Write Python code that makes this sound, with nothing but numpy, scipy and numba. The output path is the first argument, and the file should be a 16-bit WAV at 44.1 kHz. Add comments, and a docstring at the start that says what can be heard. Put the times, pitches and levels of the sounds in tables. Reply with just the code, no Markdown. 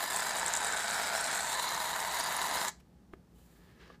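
"""A crackling, sputtering hiss, close by in a small room: a can sprays foam into a plastic bowl.
Gas pockets burst in the nozzle, blobs of foam plop out, and the bowl's echo shifts as the hand moves.
The valve shuts and the can is set down with a soft knock. Then hands brush over cloth and take
hold of the bowl. A low room hum lies under it all."""
import sys
import numpy as np
from scipy import signal
from scipy.fft import rfft, irfft
from scipy.io import wavfile
from scipy.ndimage import map_coordinates
from numba import njit

SR = 44100
rng = np.random.default_rng(int(sys.argv[2]) if len(sys.argv) > 2 else 0)


def master_out(mix):
    """Clip the mix to full scale and print it as 16-bit PCM to the path in sys.argv[1]."""
    frames = np.transpose(np.atleast_2d(mix))
    ceiling = np.clip(frames, -1, 1)
    pcm = np.round(ceiling * 32767).astype(np.int16)
    wavfile.write(sys.argv[1], SR, pcm)


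N = 176400
T = np.arange(N) / SR


def undb(db):
    """Turn decibels into a multiplier."""
    return 10 ** (np.asarray(db) / 20)


def unit(x):
    """Scale a signal to an average (rms) size of 1."""
    return x / np.sqrt(np.mean(x ** 2) + 1e-20)


def curve(rows, column=1):
    """Join one column of a table with straight lines in time."""
    rows = np.array(rows)
    return np.interp(T, rows[:, 0], rows[:, column])


def noise():
    """White noise: an even hiss."""
    return rng.standard_normal(N)


def walk(hz):
    """A smooth random wander of size 1; higher hz moves faster."""
    return unit(signal.sosfilt(signal.butter(2, hz, fs=SR, output="sos"), noise()))


def pops(per_s, spread_db):
    """Random one-sided clicks, a few much larger than the rest."""
    size = undb(spread_db * np.minimum(rng.exponential(size=N), 4.3))
    clicks = size * (rng.random(N) < per_s / SR)
    return unit(clicks.mean() - clicks)


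def colour(x, points, size=8192):
    """Shape the tone. Each point: frequency in Hz, gain in dB."""
    hz, db = np.array(points).T
    f = np.maximum(np.fft.rfftfreq(size, 1 / SR), 1)
    cepstrum = irfft(np.log(undb(np.interp(np.log(f), np.log(hz), db))))
    cepstrum[1:size // 2] *= 2  # folded so that nothing rings before a click
    cepstrum[size // 2 + 1:] = 0
    return signal.fftconvolve(x, irfft(np.exp(rfft(cepstrum))))[:N]


def split(x, edges_hz):
    """Cut a sound into bands that add up to it."""
    f, spectrum = np.fft.rfftfreq(N, 1 / SR), rfft(x)
    below = [0] + [1 / (1 + (f / hz) ** 16) for hz in edges_hz] + [1]
    return [irfft(spectrum * (b - a), N) for a, b in zip(below, below[1:])]


def ring(x, hz, width_hz):
    """Make a sound ring at one pitch."""
    return signal.lfilter(*signal.iirpeak(hz, hz / width_hz, fs=SR), x)


@njit
def glide(x, hz, width_hz):
    """Make a sound ring at a moving pitch."""
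    y, state, low = np.empty(len(x)), 0., 0.
    for i in range(len(x)):
        step, damping = np.tan(np.pi * hz[i] / SR), width_hz / hz[i]
        band = (state + step * (x[i] - low)) / (1 + step * (step + damping))
        state, low = 2 * band - state, low + 2 * step * band
        y[i] = damping * band
    return y


def late(x, ms):
    """Delay a sound by a changing time."""
    return map_coordinates(x, [(T - ms / 1000) * SR], order=3)


def struck(blows, modes, ring_db):
    """Soft pushes give a dead thud and a short ring."""
    push = sum(undb(db) * np.exp(-((T - s) / contact) ** 2) for s, db, contact in blows)
    t = T[:SR // 5]
    body = sum(undb(db) * np.cos(2 * np.pi * hz * t) * 1000 ** (-t / t60) for hz, db, t60 in modes)
    return -push / 2 - undb(ring_db) * signal.fftconvolve(push, body)[:N] / 2


def background():
    """Low room noise and a steady hum."""
    # The noise's tone and the hum's notes. 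Each row: frequency in Hz, level in dB.
    rumble_tone = [(25, -35.5), (39, -20), (56, -1), (95, -10), (165, -7.5), (230, -10.5), (280, -15.5),
                   (400, -17.5), (550, -24), (850, -26.5), (1100, -32), (2500, -42), (6000, -43.5),
                   (15000, -50)]
    hum_notes = [(59.5, -70), (177, -68.5), (834, -84.5)]
    hum = sum(undb(db) * unit(np.sin(2 * np.pi * (hz * T + rng.random()) + 0.22 * walk(1.8)))
              for hz, db in hum_notes)
    return hum + undb(-60.5) * unit(colour(noise(), rumble_tone))


def room(x, fade_s=0.22):
    """A furnished room adds a short, soft tail of echoes."""
    # The tail's tone. Each row: frequency in Hz, gain in dB.
    tone = [(200, 2), (700, 1), (1050, -5), (1400, 0.5), (2100, 1), (3600, -3.5), (4600, 4), (6000, 1.5),
            (7500, -3.5), (10000, -8), (15000, -8)]
    t = T[:SR // 2]
    tail = rng.standard_normal(len(t)) * 1000 ** (-t / fade_s) * np.clip(t / 0.0017, 0, 1)
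    return undb(-11.5) * colour(signal.fftconvolve(x, tail / np.linalg.norm(tail))[:N], tone)


def scrapes(attack_s=0.015, squeak_hz=3000, squeak_s=0.013):
    """Palms catch on the bowl in short gritty strokes; skin squeaks faintly."""
    # Each row: a stroke's start in seconds, level in dB, decay in seconds.
    strokes = [(3.795, -55, 0.021), (3.818, -58, .018), (3.85, -63, 0.011)]
    # The grit's tone. Each row: frequency in Hz, gain in dB.
    tone = [(300, -10), (800, -13), (1800, 4), (3000, -1), (4800, -12), (7500, -23), (15000, -32)]
    # Each row: a squeak's time in seconds, peak in dB.
    skin_squeaks = [(3.365, -76), (3.418, -74)]
    level = sum(undb(db) * np.clip((T - s) / attack_s, 0, 1) * np.exp(-np.maximum(T - s, 0) / decay)
                for s, db, decay in strokes)
    grit = unit(colour(pops(per_s=1800, spread_db=1.8), tone))
    presses = sum(undb(db) * np.exp(-((T - s) / squeak_s) ** 2) for s, db in skin_squeaks)
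    return level * grit + presses * np.sin(2 * np.pi * squeak_hz * T + .8 * walk(90))


def hands(rim_hz=1650, rim_width_hz=150):
    """Skin slides over cloth, then slips on the bowl, makes its rim sing and taps it."""
    # Loudness of cloth, rubbing and rim. Each row: time in seconds, level in dB.
    slide_level = [(3.26, -92), (3.39, -69), (3.58, -71), (3.71, -78), (3.85, -83), (4, -92)]
    rub_level = [(3.3, -80), (3.55, -71), (3.62, -66.5), (3.785, -67), (3.81, -59.5), (3.875, -60),
                 (3.92, -60.5), (3.96, -63), (3.98, -81)]
    rim_level = [(3.45, -102), (3.58, -81), (3.69, -72), (3.77, -74), (3.83, -73), (3.94, -68), (3.99, -90)]
    # Tone of cloth and rubbing. Each row: frequency in Hz, gain in dB.
    slide_tone = [(800, -9), (2500, -4), (3900, 0.5), (5500, -4.5), (7500, 2), (9000, -2), (15000, 0)]
    rub_tone = [(150, -12), (400, 2.5), (750, -12), (1200, -4), (1800, -7.5), (2400, -11), (4700, -15),
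                (8300, -30), (15000, -34)]
    # Each row: a tap's time in seconds, strength in dB, contact time in seconds.
    taps = [(3.902, -43.5, 0.00019), (3.9048, -59, 0.00018)]
    # The bowl's notes. Each row: pitch in Hz, gain in dB, seconds to fade by 60 dB.
    notes = [(480, -4, 0.028), (680, -10, 0.027), (1174, 1, 0.031), (1680, -6, .04)]
    slide = unit(colour(noise(), slide_tone)) * undb(curve(slide_level) + walk(30))
    slips = pops(per_s=9000, spread_db=1.6) * undb(1.4 * walk(60))
    rub = unit(colour(slips, rub_tone)) * undb(curve(rub_level))
    rim = unit(ring(ring(slips, rim_hz, rim_width_hz), rim_hz, 2 * rim_width_hz))
    return slide + rub + rim * undb(curve(rim_level)) + scrapes() + struck(taps, notes, ring_db=-16.5)


def knocks(crack_s=0.0058):
    """The can lands dully, with a faint crack at each contact."""
    # Each row: a landing's time in seconds, strength in dB, contact time in seconds.
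    blows = [(3.1334, -46.5, 0.00061), (3.1365, -33.5, 0.00017), (3.1393, -36.5, .0005)]
    # The knock's notes. Each row: pitch in Hz, gain in dB, seconds to fade by 60 dB.
    notes = [(362, -2.5, 0.013), (613, -24, 0.00827), (1240, -3, 0.021), (1650, -2, 0.014),
             (2130, -1, 0.0099)]
    bursts = sum(undb(db) * np.exp(-np.abs(T - s) / crack_s) for s, db, _ in blows) * noise()
    crack = colour(bursts, [(3000, 7.5), (6000, -5), (15000, -10)])
    return struck(blows, notes, ring_db=-22) + undb(-34) * crack


def tick(at_s=2.804, decay_s=0.006):
    """The nozzle ticks faintly as the finger lets go."""
    hiss = unit(colour(noise(), [(500, 0), (1500, -1), (4000, -4), (7000, -12), (15000, -15)]))
    return undb(-61) * hiss * np.exp(-np.abs(T - at_s) / decay_s)


def squeaks(per_s=220, low_hz=4580, high_hz=12600, cycles=3.5):
    """Tiny bubbles chirp for a few cycles, each at its own pitch."""
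    chirps, t = np.zeros(N + 1024), np.arange(-512, 512) / SR
    for when, pitch, size, length in rng.random((int(per_s * N / SR), 4)):
        hz = low_hz * (high_hz / low_hz) ** pitch
        gain = undb(-5 * np.log(size + 0.1))
        fade = np.exp(-np.abs(t) * hz / (cycles * (0.35 + length)))
        i = int(when * N)
        chirps[i:i + len(t)] += gain * fade * np.sin(2 * np.pi * hz * t)
    return undb(-50) * unit(chirps[:N])


def sputter():
    """Blobs of foam break off with short hollow blips; the biggest ones plop."""
    # Each row: a blip's pitch in Hz, width in Hz, gain in dB.
    blip_notes = [(830, 650, -4), (1650, 780, -11)]
    # Each row: a big blob's time in seconds, strength in dB, push time in seconds.
    big_blobs = [(1.295, -31.5, .0002), (1.3284, -27, .0002), (1.7751, -25.5, 0.00017),
                 (2.4445, -26, 0.00016), (2.489, -30, 0.00029), (2.5225, -26.5, 0.0003),
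                 (2.5555, -24, 0.00015), (2.5634, -29, 0.0004), (2.6155, -27, 0.00032)]
    # Each row: a plop's pitch in Hz, gain in dB, seconds to fade by 60 dB.
    plop_notes = [(308, -26, 0.034), (953, 0.5, 0.044), (1280, -9, 0.014), (1850, -10, 0.011)]
    small_blobs = pops(per_s=170, spread_db=-0.5)
    blips = unit(sum(undb(db) * ring(small_blobs, hz, width) for hz, width, db in blip_notes))
    plops = struck(big_blobs, plop_notes, ring_db=-21.5)
    bass_cut = signal.butter(3, 170, "high", fs=SR, output="sos")
    return undb(-49) * blips + signal.sosfilt(bass_cut, plops)


def spits(fizz_s=0.0018):
    """Larger gas pockets chirp raggedly through the nozzle, each in a brief fizz."""
    # Each row: a spit's time in seconds, peak in dB, pitch in Hz, decay in seconds.
    pockets = [(.142, -29.5, 7610, .0008), (0.1627, -17, 7750, 0.00062), (.1884, -26, 7970, .0008),
               (.2054, -26, 7610, .0007), (.3674, -24, 7700, .0007), (.397, -24.5, 7700, .0009),
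               (0.463, -17, 7900, .00036), (.482, -25, 7640, .0022), (.4906, -30, 7560, .0011),
               (0.538, -17, 7400, 0.00059), (.5524, -23.5, 7300, .0013), (.5655, -18, 8100, 0.0004),
               (0.5724, -22, 7200, 0.001), (0.6474, -20, 7900, 0.00063), (0.725, -27, 7510, .0018),
               (.7939, -25, 7490, .0006), (0.843, -26, 8260, .0006), (0.882, -24, 4500, .0004),
               (.9105, -25, 7640, .0009), (1.0229, -28, 8300, 0.00051), (1.211, -22, 8600, 0.00049),
               (1.243, -23, 7800, .0006), (1.3144, -29, 7860, .001), (1.349, -26.5, 7770, .001),
               (1.542, -25, 7700, 0.00071), (1.682, -30, 4200, .002), (1.692, -32, 6030, 0.0018),
               (1.7475, -26.5, 6540, .0008), (2.0042, -24.5, 8140, .0005), (2.198, -24, 10100, 0.00054),
               (2.208, -29, 5580, .0012), (2.2408, -30, 9650, 0.002), (2.2708, -31, 5070, 0.0011),
               (2.367, -23, 9930, .0006), (2.43, -35, 8690, .0006), (2.615, -25, 5440, .0004),
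               (2.6833, -18, 7700, 0.00033), (2.6911, -29.5, 7300, .0013)]
    # The fizz's tone. Each row: frequency in Hz, gain in dB.
    tone = [(3000, -6.5), (6000, -16), (7200, -2), (9000, -1.5), (12000, -13.5), (15000, -12)]
    wobble = .9 * walk(800)
    chirps, fizz = np.zeros(N), np.zeros(N)
    for s, db, hz, decay in pockets:
        near = slice(int(s * SR) - 2048, int(s * SR) + 2048)
        t = T[near] - s
        chirps[near] -= undb(db) * np.exp(-np.abs(t) / decay) * np.cos(2 * np.pi * hz * t + wobble[near])
        fizz[near] += undb(db) * np.exp(-np.abs(t) / fizz_s)
    return chirps + undb(-16.5) * fizz * unit(colour(noise(), tone))


def small_spits(hz=7750, width_hz=890, settle_s=1.5, fade_db_per_s=17):
    """Small spits chirp at the nozzle and die away as the flow settles."""
    clicks = pops(per_s=170, spread_db=1.7)
    chirps = unit(ring(ring(clicks, hz, width_hz), hz, 2 * width_hz))
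    return chirps * undb(-3 - fade_db_per_s * np.maximum(T - settle_s, 0))


def drifting_notes(rush):
    """The jet rings the hollow of the bowl, and a faint whistle drifts through the hiss."""
    # Each row: time in seconds, level in dB, pitch in Hz.
    hollow = [(0, -46.5, 1010), (.7, -50.5, 914), (1.35, -58, 900), (1.6, -45, 1014), (1.95, -44.5, 937),
              (2.35, -44, 960), (2.66, -47.5, 965)]  # louder and higher as the can sinks towards the bowl
    high_hollow = [(.35, -60, 1700), (.75, -48.5, 1550), (1.1, -51, 1370), (1.35, -51.5, 1470),
                   (1.6, -64, 1610)]  # sounds while the can is held high
    whistle = [(.6, -53, 4950), (.84, -59, 4950), (.98, -53, 5020), (1.1, -50.5, 4960), (1.16, -45, 5370),
               (1.27, -56, 5450), (1.42, -70, 5000), (1.52, -56.5, 4050), (1.69, -53, 4050),
               (1.8, -62, 4100), (2.1, -69, 4800), (2.24, -47.5, 4800), (2.35, -69, 4800)]
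    waver = 1 + 0.0087 * walk(9.8)
    return sum(unit(glide(rush, curve(path, 2) * bend, width_hz)) * undb(curve(path))
               for path, bend, width_hz in [(hollow, 1, 120.), (high_hollow, 1, 140.),
                                            (whistle, waver, 230.)])


def jet(flutter_hz=263, surge_hz=19):
    """Bursting gas pockets and a fluttering rush of gas make a dense, crackling hiss."""
    # Each row: time in seconds, then levels in dB for the body, hiss, nozzle and top bands.
    levels = [(0, -37, -44, -54, -44.5), (.16, -37.5, -43, -43.5, -49.5), (.26, -35.5, -45, -45, -49.5),
              (.5, -36, -46, -48.5, -59), (.72, -35.5, -43, -43, -57), (1.04, -35.5, -42.5, -45.5, -48),
              (1.34, -35, -41.5, -41.5, -55), (1.6, -38, -42, -46.5, -48), (2.05, -37.5, -44, -48, -49),
              (2.22, -36.5, -42, -46.5, -48), (2.42, -36, -40, -46, -46.5), (2.62, -36, -40, -45.5, -48),
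              (2.69, -37.5, -39, -44.5, -47)]
    # The jet's tone. Each row: frequency in Hz, gain in dB.
    tone = [(60, -39), (170, -13), (300, -13), (420, -8.5), (530, -11.5), (690, 0.5), (800, -2.5),
            (930, -2.5), (1090, -4), (1280, -2.5), (1600, -2), (1900, -2.5), (2200, -6), (2480, -11.5),
            (3250, -10.5), (3700, -5.5), (4150, -9.5), (4500, -10.5), (5000, -15.5), (6050, -13),
            (6800, -7), (7700, -10.5), (9000, -6), (11000, -14.5), (12000, -11), (13500, -20.5),
            (15200, -17)]
    # Nozzle notes, wandering as foam fills and clears it. Each row: pitch in Hz, width in Hz, dB level.
    notes = [(3940, 490, -51.5), (7180, 750, -52)]
    gas = pops(per_s=5000, spread_db=4) + undb(-3) * noise()
    gas *= undb(2 * walk(flutter_hz))
    rush = colour(gas, tone)
    body, hiss, nozzle, top = (unit(band) for band in split(rush, edges_hz=[3050, 6840, 10200]))
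    nozzle = undb(-6.5) * nozzle + small_spits()
    surge_db = 1.32 * walk(surge_hz)
    treble_surge_db = surge_db + 2.5 * walk(surge_hz)
    ringing = drifting_notes(rush)
    for hz, width, db in notes:
        ringing += undb(db) * unit(glide(gas, hz * (1 + .018 * walk(5)), float(width)))
    return (ringing + body * undb(curve(levels, 1) - 2.5)
            + hiss * undb(curve(levels, 2) - 5 + surge_db)
            + nozzle * undb(curve(levels, 3) + treble_surge_db)
            + top * undb(curve(levels, 4) - 0.5 + treble_surge_db))


def spray(shut_s=2.684, fade_s=0.022, sway_ms=0.095, sway_hz=1.7):
    """Foam flows until the valve shuts, with moving echoes and a faint ring from the can."""
    # The bowl's echo as the can rises and sinks. Each row: time in seconds, delay in milliseconds.
    bowl_delay = [(0, 0.98), (.35, 1.28), (.7, 1.29), (1.05, 1.28), (1.35, 1.21), (1.55, 1.08),
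                  (1.72, 0.98), (1.95, 1.04), (2.3, 1.05), (2.7, 0.98)]
    # Weaker echoes from hand, lap and floor. Each row: delay in milliseconds, gain in dB.
    near_echoes = [(1.45, -18.5), (2.2, -21), (3.12, -18.5), (4.7, -24)]
    valve = np.clip(1 - (T - shut_s) / fade_s, 0, 1)
    flow = (jet() + sputter() + squeaks()) * valve
    echo = 0.45 * late(flow, curve(bowl_delay))
    echo += sum(undb(db) * late(flow, ms + sway_ms * walk(sway_hz)) for ms, db in near_echoes)
    echo = colour(echo, [(5000, -9), (9000, -1), (15000, -15)])
    can_ring = undb(-5) * ring(flow, hz=1375, width_hz=12)
    return flow + echo + spits() + can_ring


def scene():
    """Spray, knocks and hands in the room, in one channel."""
    near, can = spray() + tick() + hands(), knocks()
    return (near + can + room(near + undb(-4.5) * can) + background())[None]


def record(dry):
    """Cut the highest treble, above 15350 Hz."""
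    return signal.sosfilt(signal.ellip(10, .2, 70, 15350, fs=SR, output="sos"), dry)


dry = scene()
out = record(dry)
master_out(out)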